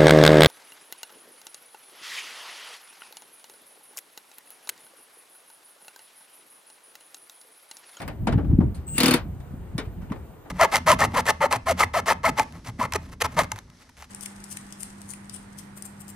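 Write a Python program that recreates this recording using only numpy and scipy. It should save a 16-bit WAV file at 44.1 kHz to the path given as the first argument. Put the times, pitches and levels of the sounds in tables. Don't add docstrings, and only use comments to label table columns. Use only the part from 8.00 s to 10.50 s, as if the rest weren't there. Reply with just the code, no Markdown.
import sys
import numpy as np
from scipy import signal
from scipy.fft import rfft, irfft
from scipy.io import wavfile

SR = 44100
rng = np.random.default_rng(int(sys.argv[2]) if len(sys.argv) > 2 else 0)


def field_ratio(decibels):
    return 10 ** (np.asarray(decibels, dtype=float) / 20)


def to_wav(s):
    ch = np.atleast_2d(s).T
    pcm = np.round(np.clip(ch, -1, 1) * 32767)
    wavfile.write(sys.argv[1], SR, pcm.astype(np.int16))


N = 110250

# (time [s], peak [dB], frame thud [dB], loudest clang [Hz], clang [dB])
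BLOWS = [
    (0.9803, -15, -24, 8800, -15.5),
    (1.003, -12.5, -17.5, 4100, -22.5),
    (1.0326, -13, -13, 2800, -28),
    (1.0587, -15, -16, 4910, -14),
    (1.0816, -16, -13, 3640, -25),
    (1.1098, -14, -15.5, 6900, -27),
    (1.1378, -15, -12.5, 3575, -26.5),
]


def rms_one(x):
    return x / np.sqrt(np.mean(x ** 2) + 1e-20)


def at_hz(points, hz):
    table_hz, value = np.transpose(points)
    return np.interp(np.log(hz), np.log(table_hz), value)


def in_time(rows):
    return np.interp(np.arange(N) / SR, *np.transpose(rows))


def drift(rate_hz):
    r = np.exp(-2 * np.pi * rate_hz * 40 / SR)
    slow = signal.lfilter([1], [1, -2 * r, r * r], rng.standard_normal(N // 40 + 2002))[2000:]
    return np.interp(np.arange(N) / 40, np.arange(len(slow)), rms_one(slow))


def clicks(s, gain):
    out = np.full(N, 1e-18)
    out[(np.asarray(s) * SR).astype(int)] = gain
    return out


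def dying(train, t60_s):
    return signal.lfilter([1], [1, -field_ratio(-60 / (t60_s * SR))], train)


def ring(train, hz, t60_s):
    r = field_ratio(-60 / (t60_s * SR))
    w = 2 * np.pi * hz / SR
    return signal.lfilter([0, np.sin(w)], [1, -2 * r * np.cos(w), r * r], train)


def bands(colour):
    # (frequency [Hz], likeness [0..1])
    likeness = [(30, 0.61), (180, 0.94), (550, 0.37), (1650, 0.5), (4500, 0.24), (9500, 0.51),
                (15000, 0.99)]
    low_hz, high_hz = colour[0][0], colour[-1][0]
    edges_hz = np.geomspace(low_hz, high_hz, int(3 * np.log2(high_hz / low_hz)) + 1)
    centres_hz = np.sqrt(edges_hz[1:] * edges_hz[:-1])
    total = np.sqrt(np.sum(field_ratio(at_hz(colour, centres_hz)) ** 2 * np.diff(edges_hz)) * 4 / SR)
    white = rng.standard_normal((2, 2, N))
    for k, hz in enumerate(centres_hz):
        band = signal.butter(2, edges_hz[k:k + 2], "band", fs=SR, output="sos")
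        mid, side = signal.sosfilt(band, white[k % 2])
        alike = np.clip(at_hz(likeness, hz), 0, .99)
        stereo = np.sqrt(1 + alike) * mid + np.sqrt(1 - alike) * side * [[1], [-1]]
        yield hz, field_ratio(at_hz(colour, hz)) / total * stereo


def steel(s, db, chance_db, modes):
    out = np.zeros((2, N))
    for k, (hz, level_db, t60_s) in enumerate(modes):
        for side in (0, 1):
            sense = (-1) ** (side * (k % 4 == 1))
            out[side] += sense * ring(clicks(s, field_ratio(db + level_db + chance_db[:, k + side])), hz, t60_s)
    return out


def puff(s, db, hz, cycles):
    t = np.arange(N) / SR
    swell = np.exp(-((t - s) * hz / (.5 * cycles)) ** 2)
    return field_ratio(db) * swell * np.sin(2 * np.pi * hz * (s - t))


def yard():
    # (frequency [Hz], density [dB per Hz])
    hum_colour = [(150, -43), (300, 4.5), (1000, -7.5), (3000, -23), (5500, -32.5), (9700, -22.5),
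                  (11500, -46.5), (15500, -42)]
    # (frequency [Hz], rms [dB])
    faint_tones = [
        (8500, -80),
        (14368, -70),
    ]
    t = np.arange(N) / SR
    swell = drift(3)
    hum = sum(band * field_ratio(.8 * swell + 1.2 * drift(8)) for hz, band in bands(hum_colour))
    tones = sum(field_ratio(db + 3 + 2.5 * drift(25)) * np.sin(2 * np.pi * hz * t + .4 * drift(20))
                for hz, db in faint_tones)
    return field_ratio(-51) * hum + tones


def wind():
    # (time [s], level [dB])
    gust = [(0, -32.5), (.13, -39.5), (.18, -38.5), (.22, -29), (.36, -20.5), (.43, -27.5), (.53, -19.5),
            (.565, -25), (.61, -27), (.67, -22), (.73, -32), (.86, -41), (.96, -31.5), (1.01, -41.5),
            (1.3, -34), (1.37, -41.5), (1.75, -37), (2.15, -39), (2.5, -54.5)]
    # (frequency [Hz], density [dB per Hz])
    gust_colour = [(12, -36), (20, -4.5), (75, 4), (133, -2.5), (286, -14), (644, -51), (755, -34),
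                   (900, -50.5), (1170, -63), (1980, -120)]
    # (centre [s], peak [dB], frequency [Hz], length [cycles])
    puffs = [(.359, -5.5, 112, 0.43), (0.378, -9, 151, 0.92), (0.451, -43, 73, 0.37),
             (0.47, -17.5, 129, 0.61), (0.502, -11.5, 96, 0.84), (0.398, -14.5, 172, 0.68),
             (0.367, -13, 91.5, 0.33), (0.328, -16.5, 118, 1.3), (0.5305, -11, 171, 0.7),
             (0.5375, -8, 163, 1.3), (0.5466, -11, 95, 0.72), (.590, -2, 170, 0.72),
             (0.605, -10, 112, 0.85), (0.617, -18, 169, 1.5), (0.957, -21.5, 203, 0.65),
             (1.541, -24, 169, 1.28), (1.627, -34, 108.6, 2.5), (1.755, -19, 147, 1.33),
             (1.876, -27, 104, 1.4), (2.004, -39, 131, 1.4), (2.114, -18, 218, 1.55)]
    lumps = drift(36.8)
    noise = sum(band * field_ratio(1.5 * lumps + 2 * drift(10)) for hz, band in bands(gust_colour))
    out = field_ratio(in_time(gust) + 1.5) * noise
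    for s, db, hz, cycles in puffs:
        out = out + puff(s, db, hz, cycles) * field_ratio(np.array([[.3], [-.3]]))
    return out


def knocks():
    # (time [s], peak [dB], brightness [dB per octave], decay scale [ratio])
    contacts = [(0.0014, -28, 0.55, 1.7), (0.0183, -34.5, 4.5, 0.51), (0.024, -35.5, 2, 1.7),
                (0.0784, -26, 0.5, 1.56), (0.2706, -18, -1.4, 1.75), (0.2741, -33.5, 6, 0.64),
                (0.286, -43, 3, 0.21), (0.3225, -32, 1, 0.31), (0.326, -27, 0.6, 0.95),
                (0.3792, -31, -2.5, 0.38), (0.386, -36, -6, 1.83), (0.4445, -38.5, -3, 0.48),
                (0.505, -41, -7, 0.62), (0.516, -48, 4, 0.6), (0.583, -43.5, -15, 0.33),
                (0.6061, -34.5, -9, 1.24), (0.7436, -43, 8.5, 3), (1.4, -41.5, 5, 1.05),
                (1.7803, -23.5, 5, 1.5), (1.7905, -32.5, -1, 0.41), (1.8, -36, 2, 1.4),
                (1.8486, -42.5, 4, 1.3), (2.0112, -43.5, 1.5, 3.7), (2.0966, -41, -2, 1.8),
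                (2.12, -28.5, 0, 0.95), (2.157, -40.5, -1.5, 0.97), (2.45, -44.5, -3.5, 2.8)]
    # (frequency [Hz], density [dB per Hz])
    rattle_colour = [(150, -17.5), (250, -3.5), (429, -10), (750, -9), (1530, -12.5), (6140, -36),
                     (9330, -27.5), (13200, -58), (15200, -38), (16000, -52)]
    # (frequency [Hz], t60 [s])
    rattle_t60 = [(250, 0.18), (1000, 0.11), (4000, 0.098), (8000, 0.046), (16000, 0.016)]
    # (frequency [Hz], level [dB], t60 [s])
    socket = [(1090, -12.5, 0.053), (1437, -9, .08), (1840, 0, 0.11), (2276, -3.5, 0.12), (3060, -7, 0.093),
              (3480, -5.5, 0.09), (4000, -10.5, 0.064), (4290, -9.5, 0.067), (4850, -6, 0.063),
              (5370, -2.5, 0.036), (9300, -2, 0.07)]
    # (time [s], frequency [Hz], level [dB], t60 [s])
    rings = [(0.272, 770, -25.5, 0.052), (0.281, 1417, -30.5, 0.052), (0.29, 643, -27.5, 0.13),
             (0.6058, 747, -34.5, 0.084), (0.746, 4150, -53, 0.07), (1.781, 4850, -37, .08),
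             (1.782, 3586, -36, .1), (1.785, 259, -27.5, 0.086), (1.799, 420, -35, 0.22),
             (2.1013, 2800, -52, .03), (2.1212, 990, -40.5, 0.069)]
    rattle_db, soft_below_db, soft_s_per_db = -5, -36, .0012
    chance_db = rng.normal(0, 2, (len(contacts), 30))
    t = np.arange(N) / SR
    out = 0
    for k, (hz, noise) in enumerate(bands(rattle_colour)):
        shape = np.zeros(N)
        for (s, db, tilt_db, scale), own_db in zip(contacts, chance_db):
            i = int(s * SR)
            age = t[:min(N - i, SR // 5)]
            t60_s = max(scale, .1) * at_hz(rattle_t60, hz)
            level_db = db + rattle_db + own_db[k] + tilt_db * np.log2(hz / 2000)
            rise_s = 0.57 / hz + soft_s_per_db * max(soft_below_db - db, 0)
            shape[i:i + len(age)] += field_ratio(level_db - 60 * age / t60_s) * np.minimum(age / rise_s, 1)
        out = out + shape * noise
    s, db, tilt_db, scale = np.transpose(contacts)
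    steel_db = db - 23 + 3 * np.minimum(tilt_db, 4) + 2 * np.minimum(db - soft_below_db, 0)
    out = out + steel(s, steel_db, chance_db[:, 15:], socket)
    for at_s, hz, level_db, t60_s in rings:
        for pair in (1, 1.06):
            out = out + ring(clicks([at_s], field_ratio(level_db)), hz * pair, t60_s)
    latch = [1, 3]
    return out + ring(clicks(s[latch], field_ratio(db[latch] - 15)), 14700, .035)


def motor():
    # (frequency [Hz], share of the split [ratio], rms [dB], off [s])
    tones = [
        (7700, -1, -40, .985),
        (7700, 1, -41, .985),
        (15402, -.3, -55, 1.15),
        (15477, .3, -54, 1.15),
    ]
    # (time [s], level [dB])
    effort = [
        (.87, -85),
        (.882, -56),
        (.92, -67),
        (.94, -54.5),
        (.975, -40),
        (1.13, -42),
        (1.17, -43),
        (1.21, -77.5),
    ]
    # (frequency [Hz], density [dB per Hz])
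    gear_colour = [(800, -7.5), (2800, -4), (6500, -12.5), (10500, -1), (13000, -35.5), (15800, -16)]
    on_s, rise_db_per_s, split_hz_per_s = .867, 50, 1400
    t = np.arange(N) / SR
    rise = np.clip((t - on_s) / .004, 0, 1) * field_ratio(rise_db_per_s * np.clip(t - .925, -.1, .05))
    wander_hz = 25 + 250 * (t > BLOWS[0][0])
    split_hz = 40 + split_hz_per_s * np.clip(t - on_s, 0, .12)
    whine = 0
    for hz, share, db, off_s in tones:
        level = np.clip((off_s - t) * 100, 0, 1) * field_ratio(db + 5 - drift(60))
        tone_hz = hz + share * split_hz + wander_hz * drift(120)
        whine = whine + level * np.sin(2 * np.pi * np.cumsum(tone_hz) / SR)
    gears = sum(noise * field_ratio(2.5 * drift(80)) for hz, noise in bands(gear_colour))
    mesh = rms_one(ring(rng.standard_normal(N), 2800, .025))
    return rise * whine + field_ratio(in_time(effort)) * (gears + field_ratio(-3) * mesh)


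def hammer():
    # (frequency [Hz], density [dB per Hz])
    blow_colour = [(500, -7), (1300, -6), (3600, -11), (4900, -13), (6800, -18), (9500, -9), (11500, -22.5),
                   (16300, -13)]
    # (frequency [Hz], t60 [s])
    blow_t60 = [(500, 0.23), (2000, 0.18), (5000, 0.15), (7000, 0.12), (16000, 0.033)]
    # (frequency [Hz], width [Hz], level [dB])
    anvil = [(1390, 79, -9), (2247, 77, 2), (2516, 48, -2.5), (2720, 120, -0.5), (3640, 41, -4.5),
             (3950, 67, -15), (4366, 46, 1.5), (4620, 76, -4.5), (4850, 91, 3), (6020, 90, -9),
             (7380, 230, -12), (8800, 250, 2), (9590, 350, 14), (11000, 300, -7.5)]
    # (frequency [Hz], level [dB], t60 [s])
    frame = [
        (150, -4, 0.16),
        (225, 4, 0.11),
        (250, 9, 0.053),
        (300.6, 2.5, 0.13),
        (360, -5, 0.1),
        (482, 3, 0.12),
    ]
    blow_db, bounce_db, bounce_s, crack_db, crack_t60_s, seat_s = -11, -10, .0039, 12, .011, .005
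    s, db, thud_db, clang_hz, clang_db = np.transpose(BLOWS)
    chance_db = rng.normal(0, 2, (len(s), 90))

    modes = [(hz, level_db, 3.2 / width_hz) for hz, width_hz, level_db in anvil]
    out = steel(s, db - 15.5, 2 * chance_db[:, 30:], modes)
    late_s = (s[:, None] + .02 * rng.random((len(s), 3))).ravel()
    modes = [(hz, level_db, 5.2 / width_hz) for hz, width_hz, level_db in anvil[1:11]]
    out = out + steel(late_s, np.repeat(db, 3) - 28.5, rng.normal(0, 3.1, (len(late_s), 14)), modes)
    for at_s, hz, level_db in zip(s, clang_hz, clang_db):
        out = out + ring(clicks([at_s, at_s + bounce_s / 2], field_ratio(level_db)), hz, .031)

    for k, (hz, noise) in enumerate(bands(blow_colour)):
        train = clicks(s, field_ratio(db + blow_db + chance_db[:, k]))
        bounced_db = db + blow_db + bounce_db + 2 * chance_db[:, 60 + k]
        train = train + clicks(s + bounce_s * field_ratio(chance_db[:, 89]), field_ratio(bounced_db))
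        train = train + clicks([1.0552], field_ratio(-26.5 + blow_db))
        seat = dying(train, seat_s)
        crack = field_ratio(crack_db) * np.sqrt(hz / 8000) * (dying(train, crack_t60_s) - seat)
        out = out + noise * (dying(train, at_hz(blow_t60, hz)) + crack - seat)

    thud = 0
    for k, (hz, level_db, t60_s) in enumerate(frame):
        train = clicks(s + .00556, field_ratio(thud_db + level_db + chance_db[:, 50 + k]))
        thud = thud + (-1) ** k * ring(train, hz, t60_s)
    for at_s, push_db, own_db in zip(s, thud_db, chance_db[:, 59]):
        out = out + puff(at_s + .00731, push_db + 4, 259.7 * field_ratio(0.12 * own_db), 1.81)
    return out + 0.39 * signal.sosfilt(signal.butter(3, [108, 477], "band", fs=SR, output="sos"), thud)


def scene():
    pan_db = 2.5 * np.array([[.5], [-.5]])
    return (knocks() + hammer() + motor()) * field_ratio(pan_db) + wind() + yard()


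def roll_off(x):
    return signal.sosfilt(signal.butter(12, 16660, fs=SR, output="sos"), x)


def record(dry):
    right_lag_s, low_cut_hz, high_cut_hz = 65e-6, 42, 16400
    turn = np.exp(-2j * np.pi * np.fft.rfftfreq(N, 1 / SR) * right_lag_s)
    late = irfft(rfft(dry[1]) * turn, N)
    cut = signal.sosfilt(signal.cheby2(10, 50, high_cut_hz, fs=SR, output="sos"), [dry[0], late])
    cut = signal.sosfilt(signal.butter(2, low_cut_hz, "high", fs=SR, output="sos"), cut)
    return roll_off(cut)


dry = scene()
out = record(dry)
to_wav(out)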